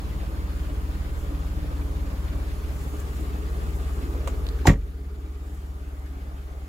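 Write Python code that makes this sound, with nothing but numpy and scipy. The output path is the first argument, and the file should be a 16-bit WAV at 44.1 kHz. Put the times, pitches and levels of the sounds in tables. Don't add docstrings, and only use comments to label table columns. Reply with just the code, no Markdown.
import sys
import numpy as np
from scipy import signal
from scipy.fft import rfft, irfft, next_fast_len
from scipy.io import wavfile
from scipy.ndimage import uniform_filter1d

SR = 44100
rng = np.random.default_rng(int(sys.argv[2]) if len(sys.argv) > 2 else 0)


def pcm_store(signal):
    levels = np.round(np.clip(np.atleast_2d(signal), -1, 1) * 32767)
    wavfile.write(sys.argv[1], SR, levels.astype(np.int16).T)


N = 294588
TIME = np.arange(N) / SR

# (time [s], drone level [dB], whirr level [dB])
DRONE_LEVEL = [(0, -59, -70), (2.5, -60, -64), (3.0, -50, -62), (3.8, -47, -58), (4.4, -49, -62),
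               (5.0, -47.5, -57), (5.6, -55, -54), (6.1, -54.5, -51), (6.68, -56, -53)]
# (time [s], impulse [dB], length [s])
BLOWS = [(4.6724, -9.3, .0015), (4.6815, 2.9, .0086), (4.6985, -11.3, .0012), (4.7027, -1.3, .0039),
         (4.729, -21, .0012), (4.752, -17.2, .0048), (4.786, -12.5, .012)]
# (frequency [Hz], level [dB])
CRACK = [(500, -9), (1500, 2), (3500, 5), (4900, -2), (6000, 1.5), (7300, 5.5), (8400, -11.5),
         (11700, -7.5), (16000, -17)]
# (frequency [Hz], density [dB per Hz])
DRUM = [(120, -12), (200, -1), (280, 1), (410, -3), (540, 3), (660, -8), (1000, -20), (2000, -41),
        (5000, -70)]
# (frequency [Hz], correlation [-1..1])
DOOR_ALIKE = [(200, 0.67), (400, 0.81), (700, 0.62), (1300, 0.26), (2400, 0.18), (4400, 0.22), (8000, 0.51),
              (15000, .25)]
# (frequency [Hz], correlation [-1..1])
HISS_ALIKE = [(5000, .12), (7000, .46), (9000, .85), (16000, .85)]

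STAY_S = 4.2738
LATCH_S = 4.6696


def amp(db):
    return 10 ** (np.asarray(db) / 20)


def unit(x):
    return x / np.sqrt(np.mean(x ** 2) + 1e-20)


def curves(rows):
    s, *columns = np.transpose(rows)
    return [np.interp(TIME, s, column) for column in columns]


def colour(x, points):
    size = next_fast_len(len(x))
    hz, db = np.transpose(points)
    log_hz = np.log(np.fft.rfftfreq(size, 1 / SR) + 1)
    gain = amp(np.interp(log_hz, np.log(hz), db))
    return irfft(rfft(x, size) * gain, size)[:len(x)]


def noise(points):
    return unit(colour(rng.standard_normal(N), points))


def drift(knots_per_s):
    knots = rng.standard_normal(20000)
    return unit(np.interp(TIME * knots_per_s, np.arange(len(knots)), knots))


def grit(depth_db, knots_per_s=900):
    return unit(amp(depth_db * drift(knots_per_s)))


def patchy(x, patch_db):
    z = signal.stft(x, nperseg=1024)[2]
    field = uniform_filter1d(rng.standard_normal(z.shape), size=6, axis=0)
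    field = uniform_filter1d(field, size=5, axis=1)
    return signal.istft(z * amp(patch_db * unit(field)))[1][:N]


def stereo(sound, twin, alike, lag_s=0):
    size = next_fast_len(N)
    hz = np.fft.rfftfreq(size, 1 / SR)
    same = np.clip(np.interp(hz, *np.transpose(alike)), -1, 1)
    mid = rfft(sound, size) * np.sqrt((1 + same) / 2)
    side = rfft(twin, size) * np.sqrt((1 - same) / 2)
    lag = np.exp(-2j * np.pi * hz * lag_s)
    return irfft([(mid + side) * lag, mid - side], size)[:, :N]


def burst(s, length_s):
    age = np.maximum(TIME - s, 0)
    return (1 - np.exp(-age / 0.00043)) * np.exp(-np.minimum(age / length_s, 50))


def ring(x, modes):
    t = TIME[:SR // 2]
    response = sum(amp(db - 60 * t / t60) * np.sin(2 * np.pi * hz * t) for hz, db, t60 in modes)
    return signal.oaconvolve(x, response)[:N], np.linalg.norm(response)


def exhaust(turns, uneven_db=.9, stumble_rad=.12, waver=.35):
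    # (time [s], levels [dB] at 2, 3 and 4 times the throb rate)
    orders = [(0, -46, -32, -33), (.4, -46, -32.5, -33), (.6, -38, -31.5, -32), (1.2, -36.5, -31, -31.5),
              (2.4, -37.5, -31.5, -31), (2.95, -45, -36, -32.5), (3.3, -48, -34, -30.5),
              (4.0, -42, -31, -30), (4.6, -41, -29.5, -29.5), (5.0, -42, -32, -28.2),
              (6.68, -41, -34, -29.8)]
    # (multiple of the throb rate, level [dB])
    overtones = [(5, -47.5), (6, -53.5), (7, -67), (8, -53), (9, -50), (11, -52.5), (16, -52), (18, -55.5),
                 (22, -64.5), (24, -57)]
    hum = np.zeros(N)
    for k, db in enumerate(curves(orders), 2):
        level = amp(db + uneven_db * drift(21))
        hum -= level * np.cos(2 * np.pi * k * turns + stumble_rad * drift(18))
    for k, db in overtones:
        level = amp(db) * (1 + waver * drift(7))
        hum += level * np.sin(2 * np.pi * round(k) * turns + waver * drift(6))
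    return np.sqrt(2) * hum


def engine_noise(turns, puff_depth=0.15, flutter_db=1.5, swell_db=0.47):
    # (frequency [Hz], density [dB per Hz])
    puff_spectrum = [(15, -6), (40, 5.5), (80, 9.5), (105, 5.5), (130, 6.5), (155, 3), (200, 0),
                     (260, -5.5), (450, -40)]
    inside_spectrum = [(150, -33), (235, -11.5), (290, 0.5), (335, -6.5), (415, -11), (490, -11.5),
                       (560, -9), (700, -13.5), (1000, -14.5), (1200, -13), (1450, -22.5), (2300, -57)]
    outside_spectrum = [(150, -22), (235, -5), (290, 1), (350, -3.5), (415, -3.5), (480, -11.5),
                        (700, -11.5), (830, -12.5), (1020, -16), (1200, -8.5), (1400, -19), (2300, -45)]
    clatter_spectrum = [(900, -35), (1450, 3.5), (1900, 0), (2500, -2.5), (3500, -6), (5000, -9),
                        (7000, -32)]
    whirr_spectrum = [(200, -50), (400, -22), (620, 1.5), (720, 3), (880, 1), (1040, -14), (1200, 1),
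                      (1400, -4.5), (2200, -8), (3500, -41), (7000, -70)]
    # (time [s], share of outdoor sound [0..1])
    outside_share = [(2.3, .03), (3.1, 0.76), (4.2, 0.9), (5.2, 0.96), (5.7, 0.6)]
    # (time [s], exhaust puffs [dB], rush [dB], engine bay clatter [dB])
    noise_level = [(0, -39.3, -44, -50.3), (1.6, -38.5, -43.3, -52.4), (3.0, -40.7, -42.3, -51.5),
                   (4.3, -41, -41.8, -52.3), (5.0, -44.3, -45.5, -54), (5.6, -45, -45.3, -53.3),
                   (6.6, -44, -44.3, -52.8)]
    outside = np.clip(curves(outside_share)[0], 0, 1)
    puffs_db, rush_db, clatter_db = curves(noise_level)
    _, whirr_db = curves(DRONE_LEVEL)

    puffs = amp(puffs_db) * noise(puff_spectrum) * (1 + puff_depth * np.cos(2 * np.pi * turns))
    rush = np.sqrt(1 - outside) * noise(inside_spectrum) + np.sqrt(outside) * noise(outside_spectrum)
    rush *= amp(rush_db + flutter_db * drift(40))
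    clatter = amp(clatter_db + flutter_db * drift(60) + swell_db * drift(7)) * noise(clatter_spectrum)
    whirr = amp(whirr_db) * noise(whirr_spectrum)
    return puffs + patchy(rush, patch_db=1.27) + patchy(clatter + whirr, patch_db=2.0)


def drone():
    # (frequency [Hz], density [dB per Hz])
    drone_spectrum = [(150, -60), (300, -30), (370, -5.5), (415, 3), (435, -3), (458, -0.5), (490, -14),
                      (600, -50.5), (1500, -90)]
    return amp(curves(DRONE_LEVEL)[0]) * noise(drone_spectrum)


def pump(speed_hz=252.0, wobble=0.00048):
    # (multiple of pump speed, level [dB])
    whine = [(11, -80), (12, -77.5), (14, -72.5), (17, -80), (27, -84), (28, -82), (29, -82)]
    turns = np.cumsum(speed_hz * (1 + wobble * drift(4))) / SR
    return np.sqrt(2) * sum(amp(db) * np.sin(2 * np.pi * round(k) * turns) for k, db in whine)


def squeeze(rise_s=0.0054):
    return np.exp(-abs(TIME - LATCH_S) / rise_s)


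def thud(seal_db=-58, slap_db=18, shudder_db=-59, shudder_s=.04):
    # (frequency [Hz], level [dB], t60 [s])
    body = [(48.2, -10.5, .33), (62.1, -12.2, .18), (95.4, -7.5, .18), (123.9, -10.4, .128),
            (156, -1.1, .068), (203.5, -2.5, .08), (266.3, -2.7, .167), (310, -9, .086),
            (430.8, -14.5, .17), (542, -8, .2)]
    shudder = amp(seal_db) * squeeze() + amp(shudder_db) * burst(BLOWS[0][0], shudder_s)
    force = shudder * noise([(25, -2), (60, 0.0), (130, -10), (300, -2), (500, 0), (700, -18), (2000, -60)])
    for s, db, length_s in BLOWS:
        push = np.sin(np.pi * np.clip((TIME - s) / length_s, 0, 1)) ** 2
        force += amp(db) * push / push.sum()
    boom, _ = ring(force, body)
    leak = signal.butter(2, 30, "high", fs=SR, output="sos")
    return signal.sosfilt(leak, boom + amp(slap_db) * force)


def rattle(ring_db=-2.0, dead_db=-6, grit_db=1.3):
    # (time [s], level [dB], length [s])
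    rattles = [(4.6727, -14, .0025), (4.679, -22, .005), (4.69, -19, .004), (4.6976, -20, .004),
               (4.7045, -21, .006), (4.716, -20, .003), (4.732, -29, .003)]
    # (frequency [Hz], level [dB], t60 [s])
    panel = [(388, -8, .09), (610, -3, .07), (706, -6, .05), (765, -2, .06), (946, -4, .05),
             (1125, -2, .04), (1360, -10, .032), (1480, -11, .04), (2094, -8, .06), (2325, -9, .045),
             (2620, -13, .05)]
    rub_db, seal_hiss_db = -26, -29.5
    skin_db, skin_s = -20, 0.027
    crack_db, crack_s = -12, 0.0015
    lock_db, lock_s, lock_seated_s, lock_stop_s = -27.5, 0.044, 4.722, 0.022
    drum_start_s, drum_db, drum_fade_s = 4.703, -24, .027
    trim_spectrum = [(150, 8), (280, 8), (540, 6), (780, 4), (1150, 2), (1400, -2),
                     (2200, -2), (3200, -20), (8000, -23.5)]

    grain = grit(grit_db)
    contact_s = BLOWS[0][0]
    seated = np.exp(-np.maximum(TIME - lock_seated_s, 0) / lock_stop_s)
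    blows = sum(amp(db) * burst(s, length_s) for s, db, length_s in rattles)
    shake = grain * (amp(rub_db) * squeeze() + blows + amp(skin_db) * burst(contact_s, skin_s))
    click = amp(seal_hiss_db) * squeeze() + amp(crack_db) * burst(LATCH_S, crack_s)
    click += amp(lock_db) * grain * burst(contact_s, lock_s) * seated
    twins = []
    for _ in range(2):
        skin, norm = ring(shake * rng.standard_normal(N), panel)
        trim = shake * noise(trim_spectrum)
        drum = amp(drum_db) * burst(drum_start_s, drum_fade_s) * noise(DRUM)
        twins.append(amp(ring_db) * skin / norm + amp(dead_db) * trim + click * noise(CRACK) + drum)
    return stereo(*twins, DOOR_ALIKE)


def chatter():
    # (time [s], level [dB])
    knock_times = [(4.6735, -18), (4.6885, -24), (4.6922, -23), (4.6959, -20), (4.7057, -24), (4.7395, -38),
                   (4.758, -43)]
    # (frequency [Hz], level [dB], t60 [s])
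    latch_modes = [(1745, -10, .035), (1850, -4, .05), (1895, -1, .055), (2005, -7, .05), (2094, -10, .045),
                   (2325, -14, .03)]
    knocks = np.zeros(N)
    for s, db in knock_times:
        knocks[round(s * SR)] += amp(db)
    return ring(knocks, latch_modes)[0]


def latch_chirp(s=4.6545, length_s=.009, hz=870, db=-16.0, rough_rad=0.45,
                touch_db=-36, touch_s=0.0044, knock_db=-29, knock_s=0.017):
    along = np.clip((TIME - s) / length_s, 0, 1)
    envelope = np.sqrt(abs(np.sin(np.pi * along)))
    squeak = envelope * np.sin(2 * np.pi * hz * (TIME - s) + rough_rad * drift(500))
    touch = amp(touch_db) * burst(s, touch_s) * noise(CRACK)
    knock = amp(knock_db) * burst(s, knock_s) * noise(DRUM)
    return amp(db) * squeak + touch + knock


def stay(click_db=-28, click_s=.009, scrape_db=-46, scrape_s=.024, grit_db=2.5):
    # (frequency [Hz], density [dB per Hz])
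    click_spectrum = [(200, -11), (380, -4), (600, 6), (800, -8), (1150, -3), (1600, -13), (2300, -7),
                      (4000, -16), (5600, -21), (7200, -15), (10000, -25), (16000, -27)]
    scrape = grit(grit_db) * noise([(2000, -6), (5500, -8), (7300, 6), (9000, -10), (16000, -11)])
    click = amp(click_db) * burst(STAY_S, click_s) * noise(click_spectrum)
    return click + amp(scrape_db) * burst(STAY_S, scrape_s) * scrape


def stay_knock(db=-28, fade_s=.007, alike=-.3, ring_db=-44, ring_hz=2094, ring_s=.014):
    # (frequency [Hz], density [dB per Hz])
    knock_spectrum = [(500, -40), (950, -9), (1100, 0), (1280, -4), (1600, -18), (3000, -45)]
    knocks = [amp(db) * burst(STAY_S, fade_s) * noise(knock_spectrum) for _ in range(2)]
    arm = amp(ring_db) * burst(STAY_S, ring_s) * np.sin(2 * np.pi * ring_hz * TIME)
    return stereo(*knocks, [(0, alike)]) + arm


def ticks(grit_db=1.5):
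    # (time [s], level [dB], centre [Hz], length [s])
    tick_list = [(4.311, -48, 6000, .003), (4.4665, -31, 3700, .0022), (4.488, -31.5, 4200, .0022),
                 (4.589, -42, 1500, .009), (6.06, -46, 1700, .02)]
    # (multiple of centre, level [dB])
    shape = [(1 / 6, -11), (.65, -11), (1, 0), (1.35, -12), (3, -22), (6, -30)]
    puffs = np.zeros(N)
    for s, db, hz, length_s in tick_list:
        spectrum = [(hz * ratio, level) for ratio, level in shape]
        puffs += amp(db) * burst(s, length_s) * noise(spectrum)
    return grit(grit_db) * puffs


def whoosh(centre_s=4.27, db=-46.5, half_width_s=.2, flutter_db=2.5):
    # (frequency [Hz], density [dB per Hz])
    whoosh_spectrum = [(150, -25), (280, -5), (480, 0), (600, -4), (800, -18), (2000, -50)]
    swell = np.exp(-((TIME - centre_s) / half_width_s) ** 2)
    return amp(db + flutter_db * drift(25)) * swell * noise(whoosh_spectrum)


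def rustles(grit_db=2.0):
    # (time [s], level [dB], half width [s])
    swells = [(1.2, -59, 0.057), (2.8, -57, 0.1), (3.0, -54, 0.037), (3.18, -56, 0.071), (3.75, -59, 0.35),
              (5.55, -56.5, 0.11), (6.08, -60.5, .06)]
    # (frequency [Hz], density [dB per Hz])
    rustle_spectrum = [(2500, -15), (5000, -6), (6500, -1), (7400, 5), (8600, -4), (11300, -4), (16000, -6)]
    level = sum(amp(db) * np.exp(-((TIME - s) / width_s) ** 2) for s, db, width_s in swells)
    level = level * grit(grit_db, knots_per_s=150)
    return stereo(level * noise(rustle_spectrum), level * noise(rustle_spectrum), HISS_ALIKE)


def breeze(gust_db=4.0):
    # (frequency [Hz], density [dB per Hz])
    breeze_spectrum = [(15, 2), (35, 3.5), (70, -3), (130, -10), (300, -28), (1000, -90)]
    # (time [s], level [dB])
    breeze_level = [(0, -44), (1.5, -47), (4.3, -46), (5.0, -52), (6.68, -55)]
    gusts = amp(curves(breeze_level)[0] + gust_db * drift(4.09))
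    return gusts * np.array([noise(breeze_spectrum), noise(breeze_spectrum)])


def air():
    # (frequency [Hz], density [dB per Hz])
    hiss_spectrum = [(4000, -13), (5500, 2), (6300, 2.5), (7100, 4.5), (8300, -2), (11000, 0.5),
                     (14000, -0.5), (16000, -3)]
    # (time [s], level [dB])
    hiss_level = [(0, -57.3), (2.3, -56.8), (2.9, -55), (3.4, -56.8), (4.0, -56), (4.9, -58.8),
                  (5.6, -57.3), (6.68, -57.3)]
    hiss = [patchy(noise(hiss_spectrum), patch_db=2.0) for _ in range(2)]
    return amp(curves(hiss_level)[0]) * stereo(*hiss, HISS_ALIKE)


def scene():
    # (time [s], exhaust throbs per second [Hz])
    speed = [(0.0, 17.79), (0.9, 17.74), (2.4, 17.75), (3.3, 16.93), (4.2, 17.6), (5.0, 17.23),
             (5.4, 17.48), (6.0, 17.25), (6.68, 17.08)]
    # (frequency [Hz], correlation [-1..1])
    engine_alike = [(60, 0.093), (110, 0.61), (200, 1), (350, 1), (550, 0.9), (1000, 0.28), (1500, 0.38),
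                    (2500, 0.15), (6000, 0.041)]
    turns = np.cumsum(curves(speed)[0]) / SR
    engine = stereo(engine_noise(turns), engine_noise(turns), engine_alike, lag_s=0.00033)
    engine = engine + exhaust(turns) + drone() + pump()
    latch = chatter() + latch_chirp()
    slam = thud() + rattle() + stereo(latch, latch, [(0, 1)], lag_s=.00006)
    swing = stereo(stay() + ticks(), stay() + ticks(), DOOR_ALIKE) + stay_knock() + whoosh()
    balance = amp([[.3], [-.3]])
    return engine * balance + air() + rustles() + breeze() + swing + slam


def record(dry, threshold_db=-11.0, recover_db_per_s=0.32, edge_hz=15850):
    power = uniform_filter1d((dry ** 2).mean(0), size=880, origin=439)
    recovery_db = recover_db_per_s * TIME
    held_db = np.maximum.accumulate(10 * np.log10(abs(power) + 1e-12) + recovery_db) - recovery_db
    gain = amp(-np.maximum(held_db - threshold_db, 0))
    ducked = np.clip(dry * gain, -1, 1)
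    low_pass = signal.firwin(511, edge_hz, window=("kaiser", 9), fs=SR)
    return signal.oaconvolve(ducked, low_pass[None], "same")


dry = scene()
out = record(dry)
pcm_store(out)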